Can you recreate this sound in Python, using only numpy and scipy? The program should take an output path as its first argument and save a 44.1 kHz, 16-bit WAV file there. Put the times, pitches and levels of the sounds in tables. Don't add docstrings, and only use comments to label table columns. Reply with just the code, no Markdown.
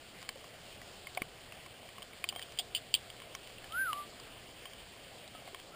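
import sys
import numpy as np
from scipy import signal
from scipy.fft import rfft, irfft
from scipy.io import wavfile
from scipy.ndimage import uniform_filter1d

SR = 44100
rng = np.random.default_rng(int(sys.argv[2]) if len(sys.argv) > 2 else 0)


def inscribe(sig):
    pcm = np.round(np.clip(np.atleast_2d(sig).T, -1, 1) * 32767)
    wavfile.write(sys.argv[1], SR, pcm.astype(np.int16))


N = 253575

# pitch_hz, t60_s, pitch_spread
SURFACE_MODES = [(722, 0.029, 0.064), (1076, 0.03, 0.045), (1870, 0.021, 0.08), (2237, 0.018, 0.043),
                 (3103, 0.022, 0.089), (4810, 0.01, 0.092)]


def undb(db):
    return 10 ** (np.asarray(db) / 20)


def walk(rate_hz):
    hold = int(SR / rate_hz)
    steps = np.repeat(rng.standard_normal(N // hold + 1), hold)
    return 1.46 * uniform_filter1d(uniform_filter1d(steps, hold), hold)[:N]


def add_ring(out, start_s, hz, db, t60, rise_s=.00022, phase=0):
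    start = int(start_s * SR)
    t = np.arange(min(int(t60 * SR), N - start)) / SR
    shape = np.minimum(t / rise_s, 1) * np.exp(-np.log(1000) * t / t60)
    out[start:start + len(t)] += undb(db) * shape * np.sin(2 * np.pi * hz * t + phase)


def near_drips(contact_s=.0009, pair_db=-8, tick_db=-6, splash_db=-8, pivot_hz=2210, scatter_db=2.5):
    # start_s, level_db, spot_hz, spot_t60_s, modes_relative_db, tilt_db_per_octave, wet_relative_db
    drips = [(0.217, -41.5, 4700, .008, -7, 4, 8), (0.227, -39.5, 3040, .006, -13, -7, 14),
             (0.2904, -23.5, 4420, 0.0089, -7.5, 2, 6.5), (0.357, -45, 544, 0.097, -12, -5, -2),
             (0.442, -47.5, 1100, 0.027, -2, 0, 19), (0.816, -41.5, 1970, 0.036, -10, 0, 6),
             (1.07, -33.5, 2155, 0.03, -9, 1, -12), (1.149, -33, 4100, 0.0074, -17, 7, 3),
             (1.173, -29.5, 731, 0.056, -1.5, -1.5, -15), (1.175, -21.5, 2260, 0.015, -18, -3, -25),
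             (1.2195, -24.5, 2280, 0.011, -9, -3.5, 4.5), (1.5225, -37, 2700, 0.016, -14, 3, 6),
             (1.6615, -45, 2250, 0.014, -2, -5.5, 14), (1.889, -40.5, 3050, 0.012, -8, 1, 8),
             (1.982, -40.5, 2900, 0.025, -4, -3, 0), (2.021, -35, 2970, 0.016, -8, 1, -2),
             (2.027, -36, 3170, 0.017, -12, 4, 6), (2.1325, -40, 2260, .015, -15, -5, -6),
             (2.241, -17.5, 2430, 0.012, -12.5, 2, -9), (2.325, -43, 794, 0.044, 2, 0, 3),
             (2.351, -43, 3040, 0.022, -4, -1, 12), (2.3607, -42.5, 3190, 0.22, 6, -2, 3),
             (2.394, -32.5, 1920, .014, -9.5, 6, 0), (2.4175, -31.5, 3360, 0.0081, -11.5, 7, 3),
             (2.521, -45.5, 3100, 0.013, -7, -4, 18), (2.575, -35.5, 3000, 0.0087, -13, 8, -4),
             (2.595, -37.5, 734, 0.043, -5, 10, 13.5), (2.94, -18, 4580, .012, -28, 3, -25),
             (3.101, -35, 2950, 0.015, -8.5, 9, -2), (3.201, -41, 3130, 0.014, -10, 0, 11),
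             (3.219, -44, 1070, .025, -2.5, 6, 9), (3.35, -32, 5650, 0.015, -5.5, 0, 15.5),
             (3.473, -45.5, 3160, 0.023, -8, 2, 17), (3.583, -36.5, 2770, 0.012, -17, 6, -5),
             (3.642, -45, 1750, 0.044, -1.5, 6, 10), (3.722, -33, 3110, 0.013, -12, 5, 4),
             (3.9295, -26.5, 1146, 0.036, -16, 0, -10), (3.9305, -21.5, 2980, 0.013, -14.5, 2, -4),
             (4.199, -36, 4750, 0.012, -16, -3, -7), (4.655, -45.5, 3185, 0.16, 8.5, -2, 7),
             (4.734, -45, 3060, .02, -8, 9, 6), (5.277, -39, 3970, 0.012, -17, 9, 5),
             (5.349, -48.5, 1280, 0.13, -2, -9, 8), (5.422, -41.5, 660, 0.02, -18, -2, -2),
             (5.476, -46, 2140, .05, -8.5, -12, 1), (5.53, -47.5, 400, .09, -18, 1, 0),
             (5.546, -34.5, 3230, 0.014, -4.5, -2, 3), (5.599, -41, 3130, .018, -14, 1, 12)]
    mode_gains = [-7.5, -3, -8, 0.5, 1, -2.5]
    out, splash = np.zeros(N), np.zeros(N)
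    for s, db, spot_hz, spot_t60, modes_db, tilt, wet_db in drips:
        add_ring(out, s, spot_hz, db, spot_t60, contact_s)
        for (hz, t60, spread), gain_db in zip(SURFACE_MODES, mode_gains):
            detune, side, phase, size = rng.standard_normal(4)
            mode_db = db + modes_db + gain_db + tilt * np.log2(hz / pivot_hz) + scatter_db * size
            ring_s = .97 * t60
            pair_hz = hz * (1 + 2 * spread * np.sign(side))
            add_ring(out, s, hz * (1 + spread * detune / 4), mode_db, ring_s, contact_s)
            add_ring(out, s, pair_hz, mode_db + pair_db, ring_s / 2, contact_s, 3 * phase)
        add_ring(out, s + contact_s / 2, hz=2800, db=db + wet_db + tick_db, t60=.002, rise_s=.0001)
        add_ring(splash, s, 0, db + wet_db + splash_db, t60=.011, rise_s=contact_s, phase=np.pi / 2)
    highpass = signal.butter(2, 1200, "highpass", fs=SR, output="sos")
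    return out + splash * signal.sosfilt(highpass, rng.standard_normal(N))


def housing_thud():
    # start_s, pitch_hz, level_db, t60_s
    thuds = [(1.218, 280, -18, .008)]
    out = np.zeros(N)
    for s, hz, db, t60 in thuds:
        add_ring(out, s, hz, db, t60, rise_s=.0015, phase=np.pi)
    return out


def crackle(t60=.012, upper_hz=4650, upper_t60=.01, later_db=-3.5, tail_db=-16, tail_t60=.09):
    # start_s, first_snap_db, pitch_hz, upper_relative_db, gap_s, fade_db_per_s, length_s
    bursts = [(2.289, -19.5, 2960, -2.5, 0.0046, 400, 0.013), (2.425, -28.5, 3280, -8, 0.0068, 270, .01),
              (2.588, -18.5, 3290, -4.5, .0034, 650, 0.027), (2.749, -18, 3065, -6, .0033, 480, 0.032),
              (2.9409, -9.5, 3110, -6, .0035, 700, .011), (2.961, -30, 3170, -12, .005, 900, .006)]
    snap_scatter = .2, 2.1, 0.029
    gap_share, size_db, pitch_share = snap_scatter
    out, rustle = np.zeros(N), np.zeros(N)
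    chances = rng.standard_normal((len(bursts), 12, 4))
    chances[:, 0, :2] = 0
    for (start, first_db, hz, upper_db, gap, fade, length), chance in zip(bursts, chances):
        for k, (late, size, detune, upper) in enumerate(chance[:int(length / gap) + 1]):
            s = start + gap * (k + gap_share * late)
            db = first_db - fade * gap * k + later_db * (k > 0) + size_db * size
            add_ring(out, s, hz * (1 + pitch_share * detune), db, t60, rise_s=.00057)
            ring_db = db + upper_db + size_db * upper
            add_ring(out, s, upper_hz * (1 + pitch_share * upper), ring_db, upper_t60, rise_s=.0013)
            add_ring(rustle, s, 0, db + tail_db, tail_t60, rise_s=.001, phase=np.pi / 2)
    noise = rng.standard_normal(N)
    low, high = [signal.sosfilt(signal.butter(2, edges_hz, "bandpass", fs=SR, output="sos"), noise)
                 for edges_hz in ((2800, 3570), (4200, 4640))]
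    return out + rustle * (low + .37 * high)


def bird(waver_db=.8, echoes=((.023, -19), (.068, -28))):
    # start_s, level_db
    calls = [(3.69, -32), (5.685, -50)]
    # time_s, pitch_hz, relative_db
    contour = [(0, 1124, -35), (.058, 1373, -6), (0.101, 1545, 0), (.13, 1578, 0.5), (0.159, 1532, -5.5),
               (.21, 1252, -2.5), (.245, 1150, -17), (.3, 1180, -9.5), (.34, 1169, -16), (.4, 1172, -60)]
    s, pitch_hz, shape_db = np.transpose(contour)
    t, out = np.arange(N) / SR, 0
    for start, db in calls:
        hz = uniform_filter1d(np.interp(t - start, s, pitch_hz), SR // 50)
        sounding = (t > start) * (t <= start + s[-1])
        gain = undb(db + np.interp(t - start, s, shape_db) + waver_db * walk(40)) * sounding
        out = out + np.sqrt(2) * gain * np.sin(2 * np.pi * np.cumsum(hz) / SR)
    return out + sum(undb(db) * np.interp(t - delay_s, t, out) for delay_s, db in echoes)


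def patter(count=700, base_db=-58, smallest=1 / 30):
    out = np.zeros(N)
    for when, faintness, *mix in rng.random((count, 14)):
        drop_db = base_db - 3.2 * np.log(smallest + faintness)
        for (hz, t60, spread), miss, detune in zip(SURFACE_MODES, mix[:6], mix[6:]):
            pitch_hz = hz * (1 + 6.3 * spread * (detune - .5))
            add_ring(out, when * N / SR, pitch_hz, drop_db - 14 * miss, t60 / 2)
    return out


def far_rain(level_db=-52.5, swell_db=.4, flicker_db=1.5):
    # frequency_hz, relative_density_db
    spectrum = [(25, -4), (90, -2), (280, -6.5), (380, -4.5), (710, -2), (930, -11.5), (1150, -11),
                (1600, -10), (2250, -8.5), (2600, -8), (3100, -4.5), (3800, -11.5), (4700, -10),
                (6000, -20)]
    # time_s, treble_db
    shower = [(0.0, -55.5), (1.81, -55.5), (2.45, -54.5), (2.69, -55.5), (3.33, -56.5), (3.84, -54.5),
              (4.05, -55.5), (5.75, -55)]
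    f = np.fft.rfftfreq(N, 1 / SR) + 1e-3
    hz, db = np.transpose(spectrum)
    coloured_noise = undb(np.interp(np.log(f), np.log(hz), db)) * rfft(rng.standard_normal(N))
    s, treble_db = np.transpose(shower)
    shower_db = np.interp(np.arange(N) / SR, s, treble_db - np.mean(treble_db))
    out, swell = 0, walk(2.37)
    for octave in np.arange(4, 13.5, .5):
        share = np.clip(1 - 2 * np.abs(np.log2(f) - octave), 0, 1)
        gain_db = swell_db * swell + flicker_db * walk(24.905) + shower_db * (octave > 10)
        out = out + undb(gain_db) * irfft(coloured_noise * share, N)
    return out * undb(level_db) / np.std(out)


def mains_hum(hz=119.5, level_db=-70.5, waver_db=2.4):
    gain = undb(level_db + waver_db * walk(3.2))
    return np.sqrt(2) * gain * np.sin(2 * np.pi * hz * np.arange(N) / SR)


def scene():
    return (far_rain() + patter() + near_drips() + housing_thud() + crackle() + bird() + mains_hum())[None]


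def record(dry, camera_hz=12000, top_hz=15280):
    samples = signal.resample_poly(dry, camera_hz, SR, axis=1)
    held = signal.resample_poly(np.repeat(samples, 4, axis=1), SR, 4 * camera_hz, axis=1)
    lowpass = signal.ellip(10, .2, 70, top_hz, fs=SR, output="sos")
    return signal.sosfilt(lowpass, held[:, :N])


dry = scene()
out = record(dry)
inscribe(out)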